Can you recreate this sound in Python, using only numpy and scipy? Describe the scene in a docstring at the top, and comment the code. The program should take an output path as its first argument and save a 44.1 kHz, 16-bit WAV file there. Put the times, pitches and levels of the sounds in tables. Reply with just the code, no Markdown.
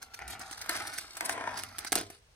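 """A marble rumbles and chatters down a toy track of thin rails and plastic tiles on a board.
Tiny impacts of rolling excite the resonances of the track, and knocks at the joints thump the board.
The marble strikes a raised tile, sweeps through a bend lying flat on the board, then hits a stop
twice and shivers to rest. Around it is the faint air of a quiet carpeted room."""
import sys
import numpy as np
from scipy import signal
from scipy.fft import rfft, irfft
from scipy.io import wavfile
from scipy.ndimage import uniform_filter1d, map_coordinates

SR = 44100
rng = np.random.default_rng(int(sys.argv[2]) if len(sys.argv) > 2 else 0)


def to_wav(sig):
    """Store sig (one row per channel, or 1-D mono) as 16-bit WAV at the path in sys.argv[1].

    Samples outside -1..1 are clipped; the rate is SR.
    """
    pcm = np.clip(np.atleast_2d(sig), -1, 1) * 32767
    pcm = np.round(pcm).astype(np.int16)
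    wavfile.write(sys.argv[1], SR, pcm.T)  # frames by channels


N = 103635
TIME = np.arange(N) / SR
TRACK_DECAY_S, TRACK_WIDTH = 0.03, 0.42


# Rolling on rails and raised tiles. Each row: time in seconds, rumble in dB, hiss in dB.
RAIL_LEVELS = [(0, -67.5, -71), (.04, -58.5, -50), (.09, -61.5, -67.5), (.18, -56.5, -53),
               (.20, -43.5, -56), (.265, -47.5, -65.5), (.33, -46.5, -42), (.375, -48.5, -63),
               (.43, -47.5, -56), (.51, -51.5, -48.5), (.57, -55, -51), (.68, -47.5, -52), (.71, -39, -40),
               (.79, -42, -38.5), (.85, -42, -46.5), (1.01, -50, -43.5), (1.08, -54.5, -55),
               (1.135, -53.5, -51.5), (1.20, -51, -54), (1.32, -44.5, -43), (1.40, -52.5, -70),
               (1.61, -50.5, -44), (1.67, -52.5, -50.5), (1.75, -56, -57), (1.83, -49, -49.5),
               (1.91, -54, -57), (2.07, -70, -69), (2.13, -58.5, -53), (2.23, -89, -75)]
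# Resonances of the rails. Each row: frequency in Hz, relative gain in dB.
RAIL_SPECTRUM = [(100, -15), (200, -20), (360, 1), (540, -8.5), (780, 4.5), (1100, -1), (1400, 4.5),
                 (1800, 0.5), (2300, 1), (3100, -13.5), (6000, -15.5), (12000, -75)]
# Tile modes. Each row: frequency in Hz, relative level in dB, T60 in seconds.
TILE_MODES = [(790, -1, 0.011), (1372, -0.5, 0.036), (1540, -4, 0.023), (1756, -13, 0.025)]
# The first tiles ring most clearly. Each row: time in seconds, ring against rumble in dB.
TILE_RING = [(.5, -1), (.75, -14)]

def rail_rumble():
    """Forced vibration: one rolling force drives both the rails and the modes of the tiles."""
    level_db, _ = in_time(RAIL_LEVELS)
    ring_db, = in_time(TILE_RING)
    force = bumps(per_s=1000, spread_db=2.5, flutter_db=2)
    rails = rms_one(through_track(force, RAIL_SPECTRUM))
    tiles = amp(ring_db) * rms_one(convolve(force, modal_ring(TILE_MODES)))
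    return amp(level_db) * (rails + tiles) / np.sqrt(1 + amp(ring_db) ** 2)


# Rolling through the flat bend. Each row: time in seconds, level in dB.
BEND_LEVELS = [(1.2, -85), (1.215, -39), (1.28, -43.5), (1.305, -38.5), (1.42, -40.5), (1.53, -40.5),
               (1.60, -46.5), (1.66, -74), (1.72, -52)]
# Jolts against its wall. Each row: time in seconds, impulse in dB.
BEND_JOLTS = [(1.365, -19), (1.378, -10), (1.41, -9.5), (1.440, -11.5), (1.475, -8.5), (1.491, -13)]
# Resonances of the bend. Each row: frequency in Hz, relative gain in dB.
BEND_SPECTRUM = [(100, -30), (340, -1), (480, -10.5), (770, 0), (1000, 3.5), (1200, -9), (1600, -4.5),
                 (2200, -7.5), (2700, -13.5), (4200, -23), (10000, -23.5), (15500, -46)]

def bend_roll():
    """Superposition: dense impacts merge into an even roll, broken by jolts against the wall."""
    level_db, = in_time(BEND_LEVELS)
    force = amp(level_db) * bumps(per_s=3500, spread_db=3.5, flutter_db=1.0)
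    force *= TIME < BEND_LEVELS[-1][0]
    for start, db in BEND_JOLTS:
        force[int(start * SR)] += amp(db)
    return through_track(force, BEND_SPECTRUM)


# Knocks over the joints. Each row: start in seconds, drive of board thump, tile clack and contact
# tick in dB, T60 of the contact in seconds.
JOINT_KNOCKS = [(.191, -66, -35.5, -38.5, 0.0079), (.2205, -62, -33.5, -54, 0.016),
                (.2785, -62, -48, -35, 0.046), (.332, -48, -44, -40, .015), (.394, -47, -54, -38, 0.045),
                (.409, -53, -42, -46, 0.011), (.5117, -47.5, -47, -34.5, 0.032),
                (.614, -66, -42.5, -35, 0.029), (.6615, -65, -42, -41, 0.026),
                (.6935, -42.5, -26.5, -20.5, 0.028), (.754, -47, -28, -28.5, 0.013),
                (1.1687, -74, -39, -32, 0.056), (1.208, -50, -21, -24, 0.014),
                (1.2945, -48, -20, -23.5, 0.015), (1.6355, -50, -28.5, -25, 0.013),
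                (1.7835, -46, -35, -28, 0.022), (1.789, -54, -37, -22, 0.012),
                (1.8475, -47, -34, -31.5, 0.028)]
# Hits against the stop and their rebounds, with the same columns.
STOP_HITS = [(1.9203, -26.5, -32.5, -16.5, 0.026), (1.9272, -31.5, -23, -16.5, 0.019),
             (1.9547, -38, -26.5, -13.5, 0.016), (1.9603, -25, -33, -26, 0.035),
             (1.986, -37, -43, -29, 0.028), (2.012, -32.5, -40.5, -31, 0.015),
             (2.031, -38, -42, -45, 0.022), (2.101, -41.5, -48, -41.5, 0.051)]
# Spectra of the thumps, clack and tick. Each row: frequency in Hz, relative gain in dB.
JOINT_THUMP = [(110, -33.5), (240, -8), (340, -1.5), (540, -19.5), (1500, -39)]
STOP_THUMP = [(90, -26.5), (200, -7.5), (390, 6), (560, -14), (690, 6), (950, -19.5), (2500, -46)]
CLACK_SPECTRUM = [(200, -30), (520, -8.5), (800, 5), (1100, -2.5), (1500, 4), (2150, 6), (2600, -5.5),
                  (4400, -22), (6200, -6.5), (12000, -64)]
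TICK_SPECTRUM = [(800, -32.5), (2200, -2), (3300, 1.5), (4900, 3.5), (6000, 2.5), (8300, 9), (10300, 9),
                 (13500, 6), (16000, -10.5)]
# Board modes. Each row: frequency in Hz, relative level in dB, T60 in seconds.
BOARD_MODES = [(234, 2.5, 0.073), (341, -6, 0.14), (340, -1.5, 0.4), (406, 10.5, 0.49), (473, -4, 1),
               (691, 16, 0.18)]

def knocks(rows, thump_spectrum, size=4096):
    """Impact excitation: each knock thumps the board and rings a tile; returns body and bright ticks."""
    thump_gain_db, board_ring_db, crack_db = 19.5, -19, -15
    thumps = np.zeros(N)
    clacks, ticks = np.zeros((2, 2, N + size))
    for start, thump_db, clack_db, tick_db, t60 in rows:
        at = int(start * SR)
        decay = amp(-60 * TIME[:size] / t60)
        thumps[at] = amp(thump_db)
        clacks[:, at] += amp(clack_db + crack_db) * np.sqrt(np.sum(decay ** 2))  # sharp onset
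        clacks[:, at:at + size] += two_ears(TRACK_WIDTH, size) * amp(clack_db) * decay
        ticks[:, at:at + size] += two_ears(width=0.77, size=size) * amp(tick_db) * decay
    board = amp(thump_gain_db) * colour(thumps, thump_spectrum)
    board += amp(board_ring_db) * convolve(thumps, modal_ring(BOARD_MODES))
    body = board + colour(clacks[:, :N], CLACK_SPECTRUM)
    return np.array([body, colour(ticks[:, :N], TICK_SPECTRUM)])


# Modes of the raised tile. Each row: frequency in Hz, relative level in dB, T60 in seconds.
RAISED_TILE_MODES = [(342, -10, 0.095), (716, -11.5, 0.12), (1346, -1.5, .05), (1560, 1, 0.039),
                     (1790, -3.5, 0.071), (2077, -5, 0.043), (4230, 3, 0.029)]

def raised_tile(start_s=0.694, level_db=-24.5):
    """Free vibration: struck once by the marble, a tile on a pillar rings in its own modes."""
    force = np.zeros(N)
    force[int(start_s * SR)] = amp(level_db)
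    return convolve(force, modal_ring(RAISED_TILE_MODES))


# Chatter between the rails. Each row: centre and Gaussian width in seconds, buzz and sparkle in dB.
CHATTERS = [(0.026, 0.0053, -43.5, -42.5), (0.144, 0.0049, -41, -42), (0.305, 0.0046, -46, -36),
            (0.416, 0.0081, -42.5, -46), (0.528, 0.007, -40.5, -43.5), (0.579, 0.0027, -40, -41.5),
            (0.618, 0.0048, -36, -40.5), (0.732, 0.0025, -40, -40), (0.764, 0.0048, -35, -34.5),
            (0.875, 0.0058, -38, -37.5), (0.941, 0.0063, -36.5, -41), (.985, 0.0045, -31, -30),
            (1.257, 0.006, -33.5, -30), (1.302, 0.0092, -38.5, -36), (1.326, 0.0046, -38, -35.5),
            (1.576, 0.0037, -34.5, -35), (1.594, 0.0056, -38, -36), (1.808, .003, -45, -51.5),
            (1.874, 0.0064, -36, -40.5)]
# Spectra of the contact. Each row: frequency in Hz, relative gain in dB.
HISS_SPECTRUM = [(1200, -4), (3200, 7.5), (4800, 12.5), (6200, 5.5), (9000, 7.5), (13200, 8), (16000, -65)]
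BUZZ_SPECTRUM = [(300, -15), (800, -7.5), (1600, 5.5), (3200, -8.5), (4900, 3.5), (6200, 0.5), (9000, -17)]
SPARKLE_SPECTRUM = [(5000, -31.5), (8400, 8), (10300, 7), (13300, 6.5), (16000, -40)]

def hiss_and_chatter():
    """Contact noise: fine impacts hiss, and swell briefly as the marble chatters between the rails."""
    _, hiss_db = in_time(RAIL_LEVELS)
    fine_impacts = bumps(per_s=2700, spread_db=-0.5, flutter_db=3.0)
    force = amp(hiss_db) * rms_one(colour(fine_impacts, HISS_SPECTRUM))
    centre, width, buzz_db, sparkle_db = np.transpose(CHATTERS)
    swells = np.exp(-np.minimum(.5 * ((TIME - centre[:, None]) / width[:, None]) ** 2, 20))
    for level_db, spectrum in (buzz_db, BUZZ_SPECTRUM), (sparkle_db, SPARKLE_SPECTRUM):
        envelope = amp(level_db) @ swells
        force += colour(envelope * bumps(per_s=3400, spread_db=3.0, flutter_db=-1.5), spectrum)
    return along_track(force, decay_s=0.011, width=0.57)


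# Spectrum of the rattle at the stop. Each row: frequency in Hz, relative gain in dB.
SHIVER_SPECTRUM = [(120, -19), (387, -13.5), (560, -13), (900, -15), (1360, -16.5), (2640, -20.5),
                   (3500, -16.5), (10500, -24.5), (15000, -42)]

def shiver(start_s=1.925, peak_s=1.975, peak_db=-34.5, rise_db_per_s=134, fall_db_per_s=200):
    """Damped rattling: the marble and the loose stop shake, then settle exponentially."""
    t = TIME - peak_s
    level_db = peak_db + np.minimum(rise_db_per_s * t, -fall_db_per_s * t)
    force = amp(level_db) * (TIME > start_s) * bumps(per_s=1600, spread_db=3.0, flutter_db=1.5)
    return through_track(force, SHIVER_SPECTRUM)


# The board drums under the marble. Each row: time in seconds, level in dB.
DRUM_LEVELS = [(0, -68.5), (.15, -75.5), (.3, -59.5), (.6, -67.5), (.78, -55), (1.1, -88), (1.35, -60.5),
               (1.66, -56), (1.85, -68), (1.98, -58.5), (2.1, -60.5), (2.3, -108)]
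# Bass response of the board. Each row: frequency in Hz, relative gain in dB.
DRUM_SPECTRUM = [(26, -40), (50, -9), (70, -15), (100, -0.5), (135, -16), (250, -8.5), (600, -60.5)]

def board_drumming():
    """Random vibration: the board radiates low noise, nearly alike in both ears."""
    level_db, = in_time(DRUM_LEVELS)
    return amp(level_db) * rms_one(colour(two_ears(width=0.16, size=N), DRUM_SPECTRUM))


def low_thud(centre_s=0.27, width_s=0.036, hz=63.5, level_db=-49):
    """A tone pulse: a low sine under a Gaussian envelope is heard as one soft thud."""
    envelope = np.exp(-.5 * ((TIME - centre_s) / width_s) ** 2)
    return amp(level_db) * envelope * np.sin(2 * np.pi * hz * TIME)


def room(x, level_db=-10.5, t60=0.082, delay_s=0.0019, size=24000):
    """Diffuse reverberation: a short tail, alike in both ears only in the bass."""
    t = TIME[:size]
    mid, side = rng.standard_normal((2, size)) * amp(-60 * t / t60) * (t > delay_s)
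    side = signal.sosfilt(signal.butter(1, 500, "high", fs=SR, output="sos"), side)
    tail = np.array([mid + side, mid - side])
    return amp(level_db) * convolve(x, tail / np.sqrt(np.sum(tail ** 2) / 2))


# Spectrum of still room air. Each row: frequency in Hz, relative gain in dB.
AIR_SPECTRUM = [(20, -14.5), (62, 2), (110, -4.5), (250, -22), (500, -15.5), (1000, -22), (3000, -24),
                (9000, -29), (16000, -41)]

def room_air(mid_db=-65):
    """Stationary noise: coherence between the ears is lower in the treble, which sounds wider."""
    mid, side = rms_one(colour(rng.standard_normal((2, N)), AIR_SPECTRUM))
    treble = signal.sosfilt(signal.butter(1, 700, "high", fs=SR, output="sos"), side)
    side = 0.042 * side + 1.14 * treble
    return amp(mid_db) * np.array([mid + side, mid - side])


def bumps(per_s, spread_db, flutter_db, flutter_hz=69):
    """Shot noise: tiny impacts of a rolling ball, pressed harder and softer as it wobbles; rms 1."""
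    sizes = amp(spread_db * np.minimum(rng.exponential(1, N), 4)) * rng.choice([-1, 1], N)
    lowpass = signal.butter(2, flutter_hz, fs=SR, output="sos")
    wobble = rms_one(signal.sosfilt(lowpass, rng.standard_normal(N)))
    hits = rng.random(N) < per_s / SR
    return rms_one(sizes * hits * amp(flutter_db * wobble))


def through_track(force, spectrum):
    """Source and filter: a coloured force is heard through the ringing track."""
    return along_track(colour(force, spectrum), TRACK_DECAY_S, TRACK_WIDTH)


def along_track(force, decay_s, width, piece_s=0.2):
    """Time-varying response: each piece of track rings in its own way and fades into the next."""
    out = 0
    for middle in np.arange(0, TIME[-1] + piece_s, piece_s):
        share = np.sqrt(np.clip(1 - np.abs(TIME - middle) / piece_s, 0, 1))
        out = out + convolve(force * share, dense_ring(decay_s, width))
    return out


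def dense_ring(decay_s, width, size=4096):
    """Modal overlap: close plastic modes ring as decaying noise, flattened and then damped further."""
    spectrum = rfft(two_ears(width, size) * amp(-60 * TIME[:size] / decay_s))
    local_power = uniform_filter1d((np.abs(spectrum) ** 2).mean(axis=0), size=17)
    damping = amp(-10 * TIME[:size] / TRACK_DECAY_S)
    return irfft(spectrum / np.sqrt(local_power)) * damping


def modal_ring(modes, size=12000):
    """Modal superposition: decaying sines of alternating sign, starting at rms 1."""
    t = TIME[:size]
    ring = sum((-1) ** k * amp(db - 60 * t / t60) * np.sin(2 * np.pi * hz * t)
               for k, (hz, db, t60) in enumerate(modes))
    return ring / np.sqrt(sum(amp(db) ** 2 for _, db, _ in modes) / 2)


def colour(x, points, size=4096):
    """Minimum-phase filtering: imposes a spectrum and keeps the power of white noise."""
    hz, db = np.transpose(points)
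    bin_hz = np.arange(size // 2 + 1) * SR / size
    gain = rms_one(amp(np.interp(np.log(bin_hz + 1), np.log(hz), db)))
    cepstrum = irfft(np.log(gain))
    cepstrum[1:size // 2] *= 2  # folding the cepstrum makes the filter causal
    cepstrum[size // 2 + 1:] = 0
    return convolve(x, irfft(np.exp(rfft(cepstrum))))


def two_ears(width, size):
    """Partly coherent white noise; width is the side against the middle."""
    mid, side = rng.standard_normal((2, size))
    return rms_one(mid + width * side * np.array([[1], [-1]]))


def convolve(x, response):
    return signal.fftconvolve(np.atleast_2d(x), np.atleast_2d(response), axes=-1)[:, :N]


def in_time(rows):
    """Linear interpolation of each column over time."""
    seconds, *columns = np.transpose(rows)
    return [np.interp(TIME, seconds, column) for column in columns]


def amp(db):
    return 10 ** (np.asarray(db) / 20)


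def rms_one(x):
    return x / np.sqrt(np.mean(x ** 2) + 1e-20)


# Place of the marble. Each row: time in seconds, left minus right in dB, right-ear lag in samples.
MARBLE_PATH = [(0, 2.5, 2.8), (.45, 0, 0.74), (.8, 0, 4.82), (1.25, 3, 5.5), (1.55, 2, 2.9),
               (1.95, 0, 1.27), (2.3, -1, 7.6)]

def scene():
    """Binaural localisation: level and delay between the ears place the marble in the room."""
    pan_db, lag = in_time(MARBLE_PATH)
    treble_pan_db = -1
    sides = np.array([[.5], [-.5]])
    body, ticks = knocks(JOINT_KNOCKS, JOINT_THUMP) + knocks(STOP_HITS, STOP_THUMP)
    body = body + raised_tile() + rail_rumble() + bend_roll() + shiver()
    treble = ticks + hiss_and_chatter()
    track = body * amp(sides * pan_db) + treble * amp(sides * treble_pan_db)
    delayed_right = map_coordinates(track[1], [np.arange(N) - lag], order=3)
    direct = np.array([track[0], delayed_right])
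    return direct + room(track.mean(axis=0)) + board_drumming() + low_thud() + room_air()


# The microphone's two treble dips. Each row: frequency in Hz, quality factor Q.
MIC_DIPS = [(7200, 11.5), (11800, 3.95)]

def record(dry, stopband_hz=16700):
    """Frequency response: two notches dip the treble, and a steep low-pass cuts the top."""
    for hz, q in MIC_DIPS:
        dry = signal.lfilter(*signal.iirnotch(hz, q, fs=SR), dry)
    return signal.sosfilt(signal.cheby2(14, 60, stopband_hz, fs=SR, output="sos"), dry)


dry = scene()
out = record(dry)
to_wav(out)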